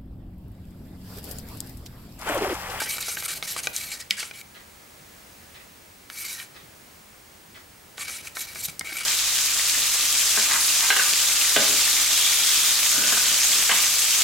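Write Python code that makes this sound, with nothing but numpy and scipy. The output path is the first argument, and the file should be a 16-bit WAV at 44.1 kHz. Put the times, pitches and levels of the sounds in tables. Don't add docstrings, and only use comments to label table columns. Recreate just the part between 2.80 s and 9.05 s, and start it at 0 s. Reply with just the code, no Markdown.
import sys
import numpy as np
from scipy import signal
from scipy.fft import rfft, irfft, next_fast_len
from scipy.io import wavfile
from scipy.ndimage import uniform_filter1d

SR = 44100
rng = np.random.default_rng(int(sys.argv[2]) if len(sys.argv) > 2 else 0)


def magnitude_from_level(level_db):
    exponent = np.asarray(level_db, float) / 20
    return 10 ** exponent


def generate_wav(signal):
    frames = np.transpose(np.atleast_2d(signal))
    scaled = np.clip(frames, -1, 1) * 32767
    pcm = np.round(scaled).astype(np.int16)
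    wavfile.write(sys.argv[1], SR, pcm)


N = 275625

# (f/Hz, level/dB, t60/s)
POT_MODES = [(482, -3.5, 0.021), (684, -1.5, 0.028), (815, -5, 0.058), (1150, -7, 0.069), (1376, 5, 0.031),
             (1595, -2.5, 0.048), (1877, 0, 0.055), (2280, 6.5, 0.045), (2830, 3, 0.0088),
             (3446, -10.5, 0.063), (3950, 12.5, 0.02), (4345, 9, 0.036), (4760, 1, 0.075),
             (5420, 4.5, 0.013), (6090, 8.5, 0.019), (7060, 6.5, 0.0054), (9200, 14, 0.0023),
             (9270, 9.5, 0.0071), (10400, -10, 0.016), (7550, 1.5, 0.015), (12200, -3, 0.0098),
             (12800, 1, 0.013), (14300, -38, 0.012)]
BITE_S = 0.0035


def unit(x):
    return x / np.sqrt(np.mean(x ** 2))


def colour(x, table, gain=magnitude_from_level):
    hz, value = np.transpose(table)
    size = next_fast_len(x.shape[-1])
    f = np.maximum(np.arange(size // 2 + 1) * SR / size, 1)
    curve = gain(np.interp(np.log(f), np.log(hz), value))
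    return irfft(rfft(x, size) * curve, size)[..., :x.shape[-1]]


def walk(rate):
    k = int(SR / rate)
    held = np.repeat(rng.standard_normal(4000), k)[:N]
    return 1.5 * uniform_filter1d(uniform_filter1d(held, k), k)


def ring(hz, db, t60, phase, length=0.12):
    t = np.arange(int(length * SR))[:, None] / SR
    decay = np.exp(-np.log(1000) * t / t60)
    return np.sum(magnitude_from_level(db) * decay * np.sin(2 * np.pi * hz * t + phase), axis=1)


def favour(hz, centre_hz, octaves, lift_db):
    return lift_db * np.exp(-(np.log2(hz / centre_hz) / octaves) ** 2)


def add(track, s, sound):
    i = int(s * SR)
    track[i:i + len(sound)] += sound[:len(track) - i]


def strokes():
    # (t/s, length/s, drag at bite/dB, drag at lift/dB, wall ring relative to drag/dB)
    stir_first = [(0, 0.011, -22, -29.5, -3), (0.015, 0.036, -26.5, -33, -12),
                  (0.057, 0.027, -32.5, -36, -1.5), (0.088, 0.085, -29.5, -34, -9),
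                  (.18, 0.025, -34, -38.5, -9), (0.204, 0.029, -28, -34.5, -14),
                  (0.233, 0.043, -41, -32, -12), (0.281, 0.073, -28, -35, -15),
                  (0.362, 0.042, -39.5, -32, -16), (0.409, 0.015, -43, -41, -3),
                  (0.423, 0.037, -42, -27.5, -9), (0.479, 0.06, -30.5, -30, -12),
                  (0.546, 0.031, -40, -31.5, -19), (0.629, 0.03, -35, -38, -7),
                  (0.667, 0.011, -36, -39, -6), (0.674, 0.049, -29.5, -33, -15),
                  (0.729, 0.03, -35.5, -41.5, -14), (0.764, 0.0054, -31, -34, -2),
                  (.775, 0.025, -30.5, -31, -6), (0.829, 0.033, -34, -33, -15),
                  (0.929, 0.051, -35.5, -29, -22), (0.97, 0.14, -34.5, -39, -11.5),
                  (1.115, 0.061, -30.5, -41, -10), (1.186, 0.025, -51, -34, -7.5)]
    wipes = [
        (1.301, 0.06, -35, -48.5, -3.5),
        (1.367, 0.037, -39.5, -29, -6.5),
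        (1.406, 0.11, -31.5, -50.5, -11),
        (1.533, 0.077, -46.5, -45, -6.5),
        (3.293, 0.14, -50, -35, -8.5),
        (3.441, 0.134, -36.5, -39.5, -7.5),
        (3.578, 0.05, -40, -39, -9),
        (3.632, .03, -42, -57, -10),
    ]
    stir_again = [(5.171, 0.033, -47, -35, -7), (5.207, 0.054, -31.5, -40, -8.5),
                  (5.265, .016, -46, -38, -4), (5.28, 0.016, -33, -33, -2.5),
                  (5.302, 0.11, -35, -41.5, -11.5), (5.423, 0.056, -49, -35, -7),
                  (5.55, 0.048, -39, -33.5, -13), (5.604, 0.055, -30, -42, -14),
                  (5.668, 0.068, -40, -45, -6.5), (5.745, 0.067, -42.5, -32.5, -23),
                  (5.818, 0.042, -39, -27, -30), (5.88, 0.02, -36, -35, -9), (6.043, 0.061, -40.5, -39, -1),
                  (6.105, 0.07, -39, -38, -3), (6.166, 0.0092, -32, -29, -5), (6.18, 0.012, -31, -31, -3),
                  (6.199, 0.024, -32, -36, -1), (6.232, .03, -28.5, -42, -7)]
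    lift_s, arch_db_per_s = 0.0067, 9.5
    trail_db, trail_s = -12.5, 0.021
    push, wall = np.zeros((2, N))
    for s, length, bite_db, lift_db, wall_db in stir_first + wipes + stir_again:
        t = np.arange(int((length + 0.12) * SR)) / SR
        along = np.minimum(t / length, 1)
        db = bite_db + (lift_db - bite_db) * along + arch_db_per_s * length * np.sin(np.pi * along)
        after = np.maximum(t - length, 0)
        stroke = magnitude_from_level(db) ** 2 * np.minimum(t / BITE_S, 1)
        stroke *= np.maximum(1 - after / lift_s, magnitude_from_level(trail_db) ** 2 * np.exp(-after / trail_s))
        add(push, s, stroke)
        add(wall, s, stroke * magnitude_from_level(wall_db) ** 2)
    return push, wall


def scrape():
    # (t/s, favoured wall f/Hz, wall focus level/dB, edge/0 flat to 1 sharp)
    touches = [
        [(0, 1590, 33, 0.42), (.12, 2120, -11, 0.6), (.3, 2310, 16, 0.41), (.37, 1840, 12, 0.71),
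         (.48, 2170, -14, 0.5), (.7, 2210, 9, 0.52), (.77, 1720, -19, 0.34), (.95, 2200, 13, 0.46),
         (1.2, 1950, 22, 0.35)],
        [(1.3, 2110, -7, 0), (1.45, 1920, 9, 0.048), (1.55, 2210, 5, 0.34), (1.65, 2270, 21, 0.81)],
        [(3.29, 2190, 12, 0.65), (3.42, 2280, 22, 0.58), (3.49, 2150, 5, 0.45), (3.54, 1940, 9, 0.67),
         (3.62, 1910, 9, 0.44)],
        [(5.17, 2050, 4, 0.12), (5.3, 1900, 8, 0.33), (5.4, 2180, 11, 0.33), (5.5, 2290, -6, 0.37),
         (5.56, 1870, 21, 0.54), (5.73, 2000, 9, 0.57), (5.85, 2270, 15, 0.43), (6.0, 2270, 19, 0.51),
         (6.25, 2360, 6, 0.31)],
    ]
    # (f/Hz, level/dB)
    grit = [(300, -42), (1000, -21.5), (2500, -3.5), (3400, -9.5), (5200, -4.5), (9000, -5), (13000, -0.5),
            (15000, -6.5), (16500, -52)]
    wander_db, wall_wander_db = 2.5, 5.5
    cup_db, drag_db, hiss_db = -5.5, -1.0, 1.5
    t = np.arange(N) / SR
    push, wall = strokes()
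    s, *touch = np.concatenate(touches).T
    wall_hz, focus_db, edge = (np.interp(t, s, column) for column in touch)
    cup_hz = 4200 * (1 + 0.05 * walk(9.6))
    hiss_hz = 8350 + (11400 - 8350) * edge
    hiss_share_db = -8.5 + (-2.5 + 8.5) * edge
    fine = push * np.minimum(magnitude_from_level(hiss_share_db) ** 2, 0.8)
    drag = push - fine

    grain_db = 1.5 * rng.exponential(size=N) + 1.1 * walk(200)
    slips = unit(rng.standard_normal(N) * magnitude_from_level(grain_db))
    sound, power = np.zeros((2, 2, N))
    for hz, db, t60 in POT_MODES:
        radius = np.exp(-np.log(1000) * 2.3 / (t60 * SR))
        resonance = [1, -2 * radius * np.cos(2 * np.pi * hz / SR), radius ** 2]
        mode = unit(signal.lfilter([1, 0, -1], resonance, slips))
        high = int(hz > 3000)
        if high:
            gain = magnitude_from_level(0.7 * db + favour(hz, cup_hz, 0.4, 4) + favour(hz, hiss_hz, 0.3, 4))
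        else:
            gain = magnitude_from_level(db + favour(hz, wall_hz, 0.15, focus_db)) * np.clip(hz / 2100, 0.52, 1) ** 2
        gain *= magnitude_from_level((wander_db if high else wall_wander_db) * walk(35))
        sound[high] += gain * mode
        power[high] += gain ** 2
    low, cup = sound / np.sqrt(power)

    bright = unit(colour(slips, grit)) + magnitude_from_level(cup_db) * cup
    middle = colour(bright, [(2000, 0), (8500, 0), (9500, -40)])
    top = unit(bright - middle)
    finest = colour(top, [(11300, -40), (12300, 0)])
    top += (np.clip((hiss_hz - 8500) / 1800, 0.4, 1.4) - 1) * finest
    out = magnitude_from_level(drag_db) * np.sqrt(drag) * unit(middle) + np.sqrt(wall) * unit(low)
    return out + magnitude_from_level(hiss_db) * np.sqrt(fine) * top


def patchy(x):
    patch_db, rate_hz, region_hz = 1.8, 60, 1500
    size = next_fast_len(N)
    spectrum = rfft(x, size)
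    f = np.arange(size // 2 + 1) * SR / size
    out = x.copy()
    for hz in np.arange(3000, 16000, region_hz):
        region = irfft(spectrum * np.maximum(1 - np.abs(f - hz) / region_hz, 0), size)[:N]
        out += (magnitude_from_level(patch_db * walk(rate_hz) - 0.16 * patch_db ** 2) - 1) * region
    return out


def narrow_bursts(table, width):
    out = np.zeros(N)
    for s, length, db, hz in table:
        slips = rng.standard_normal(8192) * magnitude_from_level(2.5 * rng.exponential(size=8192))
        band = signal.butter(1, [hz * (1 - width), hz * (1 + width)], "band", fs=SR, output="sos")
        t = np.arange(len(slips)) / SR
        shape = np.clip(np.minimum(t, length + BITE_S - t) / BITE_S, 0, 1)
        add(out, s, magnitude_from_level(db) * shape * unit(signal.sosfilt(band, slips)))
    return out


def edge_chatter():
    # (t/s, length/s, level/dB, f/Hz)
    chatters = [(.003, .009, -38, 12200), (0.034, 0.0072, -32, 5000), (.098, 0.0073, -42, 3900),
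                (.12, .02, -36, 8500), (0.206, .008, -34, 12500), (0.22, 0.011, -37, 6800),
                (0.234, 0.004, -45, 2000), (.255, 0.013, -38, 7100), (.31, 0.027, -35, 8800),
                (0.447, 0.013, -34.5, 8700), (.678, .01, -38, 8000), (0.703, .03, -35, 12000),
                (0.832, .012, -37, 6460), (1.04, .03, -48, 11500), (1.205, 0.022, -44, 5070),
                (1.388, 0.022, -34, 4500), (3.34, .06, -54, 11800), (3.398, 0.03, -38, 12400),
                (3.444, 0.026, -52, 2150), (3.5, .06, -48, 5800), (5.342, .03, -42, 9200),
                (5.58, 0.022, -40, 12500), (5.605, 0.017, -36, 11700), (5.608, .02, -38.5, 6500),
                (5.79, 0.023, -39, 7500), (5.832, .014, -32, 12800), (5.834, .012, -44, 9700),
                (5.844, 0.011, -34.5, 4020), (5.849, 0.011, -28.5, 12600), (6.13, 0.034, -41, 12500),
                (.072, 0.005, -38, 2400), (.183, 0.0067, -33, 1400), (.368, 0.0091, -35, 1680),
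                (.492, .006, -40, 1800), (.778, .006, -36, 5000), (.966, .006, -35, 4020),
                (1.103, .004, -40, 6500), (5.29, .008, -45, 1410), (5.568, .006, -43, 1400),
                (5.671, 0.0075, -45, 1310), (5.757, 0.0046, -38, 1400)]
    return narrow_bursts(chatters, 0.047)


def wall_singing():
    # (t/s, length/s, level/dB, f/Hz)
    sings = [(.055, 0.058, -50, 2340), (.2, .035, -42, 2450), (.55, .03, -44, 4340), (.94, 0.16, -53, 4230),
             (1.0, 0.091, -45, 12500), (1.115, 0.019, -40, 4260), (1.19, 0.039, -48, 1900),
             (1.375, 0.037, -41, 1625), (3.33, 0.066, -52, 4570), (3.36, 0.084, -49, 2250),
             (3.44, 0.029, -41, 2200), (3.47, .08, -47, 3900), (3.48, 0.089, -48, 5750),
             (3.55, .08, -50, 1830), (5.2, 0.025, -45, 2350), (5.56, 0.024, -51, 1220),
             (5.76, 0.078, -49, 2270), (6.047, 0.059, -46, 2150), (6.105, 0.055, -43, 2250),
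             (6.165, 0.095, -47, 2260), (3.41, .09, -53, 3000), (3.57, .05, -55, 3030),
             (1.311, 0.017, -37, 1960), (6.015, .03, -49, 1850), (5.18, .06, -50, 1150)]
    return narrow_bursts(sings, 0.014)


def knocks():
    # (t/s, peak level/dB, thud level/dB, snap level/dB, loudest ring f/Hz)
    stick_blows = [(.018, -13, 38, 4, 870), (.037, -19.5, 3, 3, 4700), (.072, -23, -22, -12, 2290),
                   (.182, -16, -1.5, -7.5, 1310), (.226, -18.5, -19, -5, 3950), (.284, -20.5, 17, 4, 6060),
                   (.297, -24, 5, -3, 2280), (.37, -18, 7, -3.5, 1800), (.424, -19.5, 7, -2, 1810),
                   (.481, -25, 12, 3, 2310), (.626, -13.5, 3.5, -2.5, 2430), (.764, -15, 4, -3, 1360),
                   (.871, -9, 6.5, -0.5, 2250), (.963, -11.5, -14, 29, 6550), (5.18, -21.5, 15, 4, 1150),
                   (5.208, -24, -19, -1, 4760), (5.31, -35, 16, 14, 4320), (5.472, -27, -21, -11, 2300),
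                   (5.569, -17.5, -2, -11.5, 1250), (5.607, -22, -6, 22, 6750),
                   (5.757, -23.5, -1, -11, 2060), (5.884, -24, 12, 6, 1870),
                   (1.308, -1.5, -62, 4.5, 2210), (1.429, -22, 6, -9, 2170), (1.511, -26, 1, -12.5, 2330),
                (1.59, -40, -16, -5, 2250), (1.613, -29.5, -29, -5, 2440), (3.3, -21.5, -1.5, -3.5, 1470),
                (3.599, -24.5, -31, -9, 1820), (5.994, -12, 13, 64, 7660), (6.01, -18.5, 1, -8.5, 2080),
                (6.045, -33, 9, -10, 2180), (6.071, -31, -25, -19, 2230), (6.107, -34, -12, -21, 2120),
                (6.122, -24.5, -2, -20, 2270)]
    # (f/Hz, level/dB, t60/s)
    stick_modes = [(2660, -2, 0.011), (3200, -3, 0.012), (3570, 8, 0.02), (4930, 3, 0.0066),
                   (5800, 2, 0.0089), (7730, 3, 0.0092), (8300, -2.5, 0.005), (9800, 4, .01),
                   (11500, 4, 0.009)]
    damp, crack_s, contact_s, phase_spread = 1.6, 0.0008, 0.00018, 0.3
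    out = np.zeros(N)
    blows = stick_blows
    hz, db, t60 = np.transpose(POT_MODES + stick_modes)
    chance = rng.standard_normal((len(blows), 2, len(hz)))
    t = np.arange(400) / SR
    cracks = colour(rng.standard_normal((len(blows), len(t))),
                    [(1500, 12), (3000, 18), (8000, 6), (11500, -1), (14500, -31)])
    bass_cut = signal.butter(8, 1700, "high", fs=SR, output="sos")
    for (s, peak_db, thud_db, snap_db, ring_hz), (detune, phase), crack in zip(blows, chance, cracks):
        share_db = np.interp(np.log(hz), np.log([1300, 1900, 2900, 4000]), [thud_db, 0, 0, snap_db - 3])
        share_db += favour(hz, ring_hz, 0.24, 7.5)
        share_db -= 14 * np.maximum(np.log2(ring_hz / hz), 0) * (hz > 3000)
        blow = ring(hz * (1 + 0.047 * detune), db + share_db, t60 / damp, phase_spread * phase)
        crack = colour(crack, [(0.42 * ring_hz, -30), (0.9 * ring_hz, 0)])
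        blow[:len(t)] += magnitude_from_level(snap_db + 13) * crack * np.exp(-t / crack_s)
        blow[:len(t)] *= np.minimum(t / contact_s, 1) ** 2
        thin = signal.sosfilt(bass_cut, blow)
        blow = thin + magnitude_from_level(min(thud_db - max(snap_db, 0), 0)) * (blow - thin)
        add(out, s + 0.0002, blow * magnitude_from_level(peak_db) / np.max(np.abs(blow)))
    return out


def slops():
    # (t/s, peak level/dB, f/Hz, t60/s)
    thumps = [(0.365, -40, 369, 0.088), (0.5, -36, 363, 0.036), (0.622, -63, 356, 0.08),
              (0.864, -34.5, 410, 0.073), (0.979, -55, 400, 0.12), (1.307, -42.5, 203, 0.15),
              (2.212, -50, 158, 0.08), (3.424, -49, 314, 0.08), (3.835, -43, 157, 0.074),
              (5.881, -29, 162, 0.038), (6.007, -38, 215, 0.06), (6.12, -35, 307, 0.061)]
    swell_s = 0.0066
    out = np.zeros(N)
    for s, db, hz, t60 in thumps:
        thump = ring(hz, db, t60, 0, length=0.18)
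        add(out, s, thump * np.minimum(np.arange(len(thump)) / SR / swell_s, 1))
    return out


def churn():
    # (t/s, level/dB)
    swirls = [
        [(0.0, -46.5), (0.4, -47), (0.788, -50.5), (1.096, -52), (1.2, -53)],
        [(5.17, -65), (5.558, -60), (6.012, -52.5), (6.25, -55)],
    ]
    t = np.arange(N) / SR
    lumps = rng.standard_normal(N) * magnitude_from_level(3.1 * walk(40) - 1)
    wash = unit(colour(lumps, [(120, -4.0), (300, -10.0), (800, -9.0), (1200, -18.5)]))
    return wash * sum(magnitude_from_level(np.interp(t, *np.transpose(part), left=-99, right=-99)) for part in swirls)


def clock():
    # (f/Hz, level/dB, t60/s)
    case_modes = [(600, -10, .01), (1300, -5, .009), (1850, -1, .012), (2500, -1, .008), (3200, 0, .008),
                  (3800, 0, .007), (4500, 0, .007), (5600, -5, .005)]
    # (t/s, level/dB)
    steps = [
        (.011, 6),
        (.017, 3.5),
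        (.023, -2),
        (.028, 7),
        (.033, -5),
        (.058, -8),
        (.066, 1),
    ]
    first_s, level_db = 0.735, -47
    out = np.zeros(N)
    hz, db, t60 = np.transpose(case_modes)
    for second in range(6):
        for s, step_db in steps:
            detune, scatter, phase = rng.standard_normal((3, len(hz)))
            mode_db = db + 0.95 * scatter + step_db + level_db
            click = ring(hz * (1 + 0.079 * detune), mode_db, t60, 2 * phase)
            add(out, first_s + second + s, click)
    return out


def room(x, t60, gap_s=0.0036):
    t = np.arange(int(0.4 * SR)) / SR
    tail = rng.standard_normal((2, len(t))) * np.exp(-np.log(1000) * t / t60) * (t > gap_s)
    tail = colour(tail, [(300, 3.0), (2000, 0.0), (6000, -6.5), (14000, -9)])
    return signal.fftconvolve(x[None], tail / np.sqrt(np.sum(tail ** 2) / 2), axes=1)[:, :N]


def floor():
    # (f/Hz, level/dB)
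    air_colour = [(15, -36), (25, -6.5), (86, 3), (125, 0), (208, -1.5), (232, -2), (312, -2), (534, -3.5),
                  (594, -3), (1160, -5.5), (2160, -6.5), (3310, -10.5), (8480, -12.5), (14100, -16),
                  (15300, -16)]
    # (f/Hz, likeness/0-1)
    alike = [(60, 1), (130, 1), (290, 0.53), (640, 0), (1410, 0), (3100, 0.32), (6820, 0.72), (15000, 0.88)]
    # (f/Hz, rms level/dB)
    whistle = [(75.6, -70), (209, -69), (1700, -74), (2100, -74), (2300, -75), (1300, -76), (800, -77),
               (8452, -73), (8549, -75), (8651, -76), (15525, -77), (15575, -75), (15625, -62),
               (15675, -76)]
    mid, side = colour(rng.standard_normal((2, N)), air_colour + [(15600, -13), (16000, -20.0)])
    mid = colour(mid, alike, lambda c: np.sqrt(1 + np.clip(c, 0, 0.88)))
    side = colour(side, alike, lambda c: np.sqrt(1 - np.clip(c, 0, 0.88)))
    air = unit(np.array([mid + side, mid - side])) * magnitude_from_level(-49 + 0.5 * walk(3.1))
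    t = np.arange(N) / SR
    return air + sum(np.sqrt(2) * magnitude_from_level(db) * np.sin(2 * np.pi * hz * t + hz) for hz, db in whistle)


def scene():
    wide_db, room_db = -11.5, -14.5
    rub = patchy(scrape()) + edge_chatter() + wall_singing()
    pot = signal.sosfilt(signal.butter(2, 300, "high", fs=SR, output="sos"), rub + knocks())
    pot += slops() + churn()
    near = room(pot, 0.019, gap_s=0.00051)
    near = colour(near, [(400, -9.5), (1500, -3.5), (6000, -1.5), (13000, 6.5)])
    tick = clock()
    pot_in_room = pot + magnitude_from_level(wide_db) * near + magnitude_from_level(room_db) * room(pot, 0.37)
    return pot_in_room + 0.5 * tick + room(tick, 0.23) + floor()


def low_pass(x):
    return signal.sosfilt(signal.butter(12, 16110, fs=SR, output="sos"), x)


def record(dry):
    top_cut = signal.ellip(10, 0.3, 70, 15780, fs=SR, output="sos")
    return low_pass(signal.sosfilt(top_cut, dry))


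dry = scene()
out = record(dry)
generate_wav(out)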